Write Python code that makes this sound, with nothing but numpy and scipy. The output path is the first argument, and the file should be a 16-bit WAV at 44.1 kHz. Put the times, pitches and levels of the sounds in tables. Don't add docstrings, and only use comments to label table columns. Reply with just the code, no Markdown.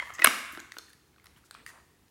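import sys
import numpy as np
from scipy import signal
from scipy.fft import rfft, irfft
from scipy.io import wavfile
from scipy.ndimage import uniform_filter1d

SR = 44100
rng = np.random.default_rng(int(sys.argv[2]) if len(sys.argv) > 2 else 0)


def master(y):
    cut = np.clip(np.atleast_2d(y).T, -1, 1)
    pcm = np.round(cut * 32767)
    wavfile.write(sys.argv[1], SR, pcm.astype(np.int16))


def field_ratio(decibels):
    return 10 ** (np.asarray(decibels, dtype=float) / 20)


N = 92610
LEAD = 6615

# ratio_to_pitch, level_db
SHELL_MODES = [(0.997, -5.5), (.66, -17), (1.3, -18), (1.4, -20.5), (1.9, -30)]
# ratio_to_pitch, level_db
EDGE_MODES = [(1, 1.5), (0.81, -8.5), (0.89, -4), (1.2, -4.5), (1.7, -20.5)]


def drawer(crack_db, hold):
    # start_s, peak_db, pitch_hz, ring_s
    slide_knocks = [(0.0238, -31, 993, 0.03), (.184, -33.5, 1900, 0.036), (0.193, -24, 1375, 0.0046),
                    (.197, -22, 2047, 0.017), (0.2185, -23, 2616, 0.008), (0.2205, -11, 1950, 0.023),
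                    (.2295, -24.5, 1935, 0.019), (.2415, -20, 1900, 0.0088), (0.2454, -3.5, 1608, 0.01),
                    (0.246, -13, 1073, 0.017), (0.2475, -11, 2150, 0.0097), (0.2483, -8.5, 2708, 0.0072),
                    (.2587, -9.5, 2234, 0.015), (.259, -16, 1303, 0.016), (0.2716, -10, 1405, 0.0081),
                    (0.273, -11.5, 1183, 0.01), (.272, -10, 2225, 0.014)]
    return struck(slide_knocks, SHELL_MODES, crack_db, hold)


def catch(crack_db):
    snap_starts = [.1921, .1995, .2206, .2361, .2414, .2438, .2446, .2453, .2472, .2587, .2716, .2718, .272]
    # peak_db, pitch_hz, ring_s
    snap_sounds = [(-41, 5000, .015), (-43, 6000, 0.0029), (-27.5, 3400, 0.0024), (-34, 5100, 0.006),
                   (-27, 11000, 0.0038), (3, 10600, 0.0075), (-18.5, 5000, 0.006), (-17, 4150, 0.021),
                   (-8, 11400, 0.0056), (-21, 4500, 0.0022), (-7.5, 2700, 0.0027), (-20.5, 5300, 0.012),
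                   (-22, 12000, 0.0039)]
    snaps = [(s, *sound) for s, sound in zip(snap_starts, snap_sounds)]
    return struck(snaps, EDGE_MODES, crack_db)


def shell_knocks():
    # start_s, peak_db, pitch_hz, ring_s
    earlier = [
        (-.09, -11, 1030, 0.0058),
        (-.08, -31, 4500, 0.0041),
        (-0.088, -11, 1790, 0.0082),
        (-0.0029, -17.5, 2100, 0.024),
        (-.05, -33.5, 6400, 0.003),
    ]
    # start_s, peak_db, pitch_hz, ring_s
    closing = [(0.023, -28, 2010, 0.018), (0.072, -39, 1930, 0.017), (0.0964, -36.5, 1310, 0.0095),
               (0.1033, -31.5, 1230, 0.01), (0.122, -37, 1270, 0.0095), (0.126, -46, 2060, 0.0092),
               (0.148, -37.5, 1936, 0.047), (0.55, -34, 1750, 0.0054), (0.574, -30.5, 1500, 0.004),
               (0.583, -39, 1490, 0.021), (0.594, -33, 1600, 0.0069), (0.601, -34.5, 1517, 0.012),
               (0.647, -52.5, 1475, 0.012), (0.7204, -31, 1950, 0.007), (0.741, -48, 1400, 0.015),
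               (0.768, -31, 1480, 0.0097), (0.785, -36, 1452, 0.0098), (0.794, -42, 1300, 0.008),
               (0.883, -51, 1814, 0.021), (0.903, -52, 1660, 0.016), (0.933, -51, 1797, 0.013)]
    # start_s, peak_db, pitch_hz, ring_s
    setting_aside = [(1.13, -63, 2200, 0.012), (1.142, -58.5, 1698, 0.012), (1.162, -56, 1500, 0.01),
                     (1.182, -52.5, 1206, 0.0089), (1.183, -54, 2480, 0.0082), (1.198, -49.5, 2184, 0.0091),
                     (1.2575, -47, 1997, 0.0055), (1.27, -53, 1300, 0.012), (1.243, -51, 1410, 0.0085),
                     (1.26, -48, 1346, 0.007), (1.268, -47, 2100, 0.0086), (1.363, -53, 3038, 0.008),
                     (1.372, -56, 3200, 0.0082), (1.374, -55.5, 1380, 0.012), (1.44, -54.5, 1400, 0.0093),
                     (1.5103, -35, 1539, 0.0062), (1.5491, -36, 1248, 0.0067), (1.5505, -43, 2490, 0.0068),
                     (1.6631, -30.5, 1875, 0.0157), (1.665, -45.5, 1897, 0.16), (1.676, -41, 1998, 0.014),
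                     (1.691, -43.5, 1910, 0.01), (1.702, -44, 1794, 0.0083), (2.029, -68, 1931, 0.008),
                     (2.081, -63, 1650, 0.0088)]
    return sum(struck(rows, SHELL_MODES, crack_db=-14.5) for rows in (earlier, closing, setting_aside))


def edge_ticks():
    # start_s, peak_db, pitch_hz, ring_s
    ticks = [(.1377, -41, 6380, 0.012), (.1431, -41.5, 6350, 0.015), (.147, -43, 6700, 0.0055),
             (.1512, -39, 6780, 0.012), (.158, -46, 5770, .004), (.162, -45, 5000, 0.0048),
             (.5248, -36, 11500, .004), (.5965, -41, 6720, 0.0087), (.601, -35, 6780, 0.0049),
             (.6015, -39.5, 4150, 0.004), (.6013, -47, 12760, 0.0031), (.7201, -34.5, 4310, 0.0038),
             (.7401, -49, 8500, 0.0029), (.7845, -30.5, 6290, 0.0032), (.7848, -33, 4184, 0.015),
             (.9318, -45, 4453, 0.0028), (.9321, -49.5, 11000, 0.0029), (1.0794, -61, 7090, .004),
             (1.1614, -58.5, 4170, 0.0042), (1.2425, -49, 10940, 0.0031), (1.2435, -53.5, 4396, 0.0047),
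             (1.2578, -51, 3800, 0.0034), (1.259, -50, 5390, 0.01), (1.2573, -45.5, 11030, 0.0017),
             (1.2676, -45.5, 4050, 0.0044), (1.268, -52.5, 9060, 0.0032), (1.5099, -38, 8600, .0028),
             (1.5104, -39, 4500, 0.0036), (1.5433, -41.5, 4405, 0.0042), (1.664, -42, 4750, 0.016),
             (1.6635, -37, 8960, .0028), (1.6894, -47, 6800, 0.0055), (2.0824, -56, 4890, .004)]
    return struck(ticks, EDGE_MODES, crack_db=-8.5)


def body_thuds():
    # start_s, peak_db, pitch_hz, ring_s
    thuds = [(.2, -43, 318, 0.056), (.221, -37, 333, 0.046), (.2455, -19, 664, 0.028),
             (.272, -25.5, 260, 0.038), (.272, -42, 136.3, 0.081), (.532, -43.5, 294, 0.025),
             (.5745, -36.5, 329, 0.02), (.595, -47, 286, 0.03), (.768, -44, 330, 0.025),
             (.784, -48, 459, 0.022), (.95, -49.5, 70.2, 0.052), (1.365, -54, 160, 0.058)]
    return struck(thuds, [(1, -9), (1.6, -13.5)], crack_db=-28.5)


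def rubs():
    stroke_starts = [.03, .085, .135, .172, .185, .505, .73, .885, 1.13, 1.358, 1.362, 1.445, 1.512, 1.664,
                     1.666, 1.69, 1.17, 1.53]
    # length_s, level_db, centre_hz
    strokes = [(0.1, -63.5, 9800), (0.03, -68, 7000), (0.01, -55, 12000), (0.2, -41.5, 1300),
               (0.047, -51.5, 29000), (0.065, -57.5, 8700), (0.053, -67, 11800), (0.024, -63, 7200),
               (0.3, -76.5, 1500), (0.039, -64.5, 1360), (0.029, -67, 9770), (0.029, -63.5, 6100),
               (0.13, -59.5, 1600), (0.049, -55.5, 6700), (0.068, -59.5, 1570), (0.14, -59, 1010),
               (0.4, -73.5, 1340), (0.1335, -67.5, 300)]
    size, width, grain_db = 16384, 0.55, 0.5
    out = np.zeros(N + LEAD)
    for s, (length_s, level_db, centre_hz) in zip(stroke_starts, strokes):
        noise = shaped(size, lambda hz: np.exp(-(np.log((hz + 1) / centre_hz) / width) ** 2 / 2))
        roughness = evened(uniform_filter1d(rng.standard_normal(size), size=90))
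        friction = evened(noise * field_ratio(grain_db * roughness))
        progress = np.clip(np.arange(size) / SR / length_s, 0, 1)
        stroke = (4 * progress * (1 - progress)) ** 0.78
        add(out, s, field_ratio(level_db) * stroke * friction)
    return out


def struck(rows, modes, crack_db, hold=1.367):
    out = np.zeros(N + LEAD)
    for s, peak_db, pitch_hz, ring_s in rows:
        add(out, s, tap(peak_db, pitch_hz, ring_s, modes, crack_db, hold))
    return out


def tap(peak_db, pitch_hz, ring_s, modes, crack_db, hold):
    size = 6000
    t = np.arange(size) / SR
    scatter_db, rise_s, crack_s = 4.5, 0.0004, 0.0014
    luck = rng.uniform(-0.84, 1, (len(modes), 3))
    luck[0] = 0
    ring = np.zeros(size)
    for (ratio, mode_db), (detune, louder, phase) in zip(modes, luck):
        hz = min(pitch_hz * ratio * (1 + 0.091 * detune), 16000)
        age = t * (1 + abs(np.log(ratio))) / max(ring_s, 0.002)
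        fall_db = 60 * age ** hold
        ring += field_ratio(mode_db + scatter_db * louder - fall_db) * np.sin(2 * np.pi * hz * t + phase)

    def crack_band(hz):
        above_foot = hz ** 3 / (hz ** 3 + (0.6 * pitch_hz) ** 3)
        return above_foot / (1 + (hz / (2.3 * pitch_hz)) ** 3)

    crack = field_ratio(crack_db) * shaped(size, crack_band) * np.exp(-t / crack_s)
    sound = (1 - np.exp(-t / rise_s)) * (ring + crack)
    return field_ratio(peak_db) * sound / abs(sound).max()


def add(mix, s, sound):
    part = mix[LEAD + round(s * SR):][:len(sound)]
    part += sound[:len(part)]


def shaped(size, gain):
    hz = np.fft.rfftfreq(size, 1 / SR)
    return evened(irfft(rfft(rng.standard_normal(size)) * gain(hz), size))


def evened(x):
    return x / np.sqrt(np.mean(x ** 2) + 1e-20)


def read(points, hz):
    f, value = np.transpose(points)
    return np.interp(np.log(hz + 1), np.log(f + 1), value)


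def room(x):
    # pitch_hz, t60_s
    decay = [(150, 1), (300, 0.51), (550, 0.45), (1000, 0.88), (2500, 0.85), (5000, 0.66), (9000, 0.68),
             (11500, 0.54), (15000, 0.61)]
    # pitch_hz, level_db
    colour = [(100, -17.5), (350, 3.5), (700, -4.5), (1500, -8), (4000, -2), (9000, 0.5), (11500, 0),
              (14000, -8), (16000, -9.5)]
    frame, gap_s, swell_s = 256, 0.0018, 0.00067
    hz, t, z = signal.stft(rng.standard_normal(SR + SR // 2), SR, nperseg=frame)
    z = z * field_ratio(-60 * t / read(decay, hz)[:, None])
    uncoloured = np.linalg.norm(signal.istft(z, SR, nperseg=frame)[1])
    tail = signal.istft(z * field_ratio(read(colour, hz))[:, None], SR, nperseg=frame)[1]
    since_gap = np.maximum(np.arange(len(tail)) / SR - gap_s, 0)
    tail = tail * (1 - np.exp(-since_gap / swell_s))
    return signal.fftconvolve(x, tail / uncoloured)[:len(x)]


def air():
    # start_s, level_db
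    rumble_swell = [(0.0, -71), (0.27, -69.5), (0.41, -71), (0.54, -73.5), (1.06, -78), (1.41, -70),
                    (1.7, -70), (1.85, -75.5), (2.1, -77.5)]
    # pitch_hz, level_db (per Hz)
    hiss_colour = [(15, -61), (25, -33), (59, -10), (270, -10), (301, -9.5), (427, -13), (624, -22),
                   (734, -19), (3500, -26), (16000, -31.5)]
    hiss_db, rumble_db, rumble_hz, lump_db, lump_hz = -66, -71.5, 77, 3, 6
    s, db = np.transpose(rumble_swell)
    swell_db = np.interp(np.arange(N) / SR, s, db - np.mean(db))
    hiss = shaped(N, lambda hz: field_ratio(read(hiss_colour, hz)))
    rumble = shaped(N, lambda hz: np.exp(-(np.log((hz + 1) / rumble_hz) / 0.41) ** 2 / 2))
    swell_db = swell_db + lump_db * shaped(N, lambda hz: (hz > 0.5) / (1 + (hz / lump_hz) ** 4))
    hiss_follows = 0.14
    return field_ratio(hiss_db + hiss_follows * swell_db) * hiss + field_ratio(rumble_db + swell_db) * rumble


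def scene():
    near = drawer(crack_db=-13.5, hold=1.47) + shell_knocks() + edge_ticks() + body_thuds() + rubs()
    sent = near + field_ratio(-8) * catch(crack_db=6) + field_ratio(-8) * drawer(crack_db=8, hold=1.367)
    turn = 2 * np.pi * 19 * np.arange(N + LEAD) / SR
    wet = room(sent * np.cos(turn)) + room(sent * np.sin(turn))
    contacts = near + catch(crack_db=-6) + field_ratio(-4.5) * wet
    small_body = signal.butter(2, 150, "high", fs=SR, output="sos")
    return (signal.sosfilt(small_body, contacts)[LEAD:] + air())[None]


def roll_off(x):
    return signal.sosfilt(signal.butter(12, 16520, fs=SR, output="sos"), x)


def record(dry):
    band_limit = signal.firwin(255, 16400, fs=SR)[None]
    mix = np.clip(signal.oaconvolve(dry, band_limit, "same"), -1, 1)
    return roll_off(mix)


dry = scene()
out = record(dry)
master(out)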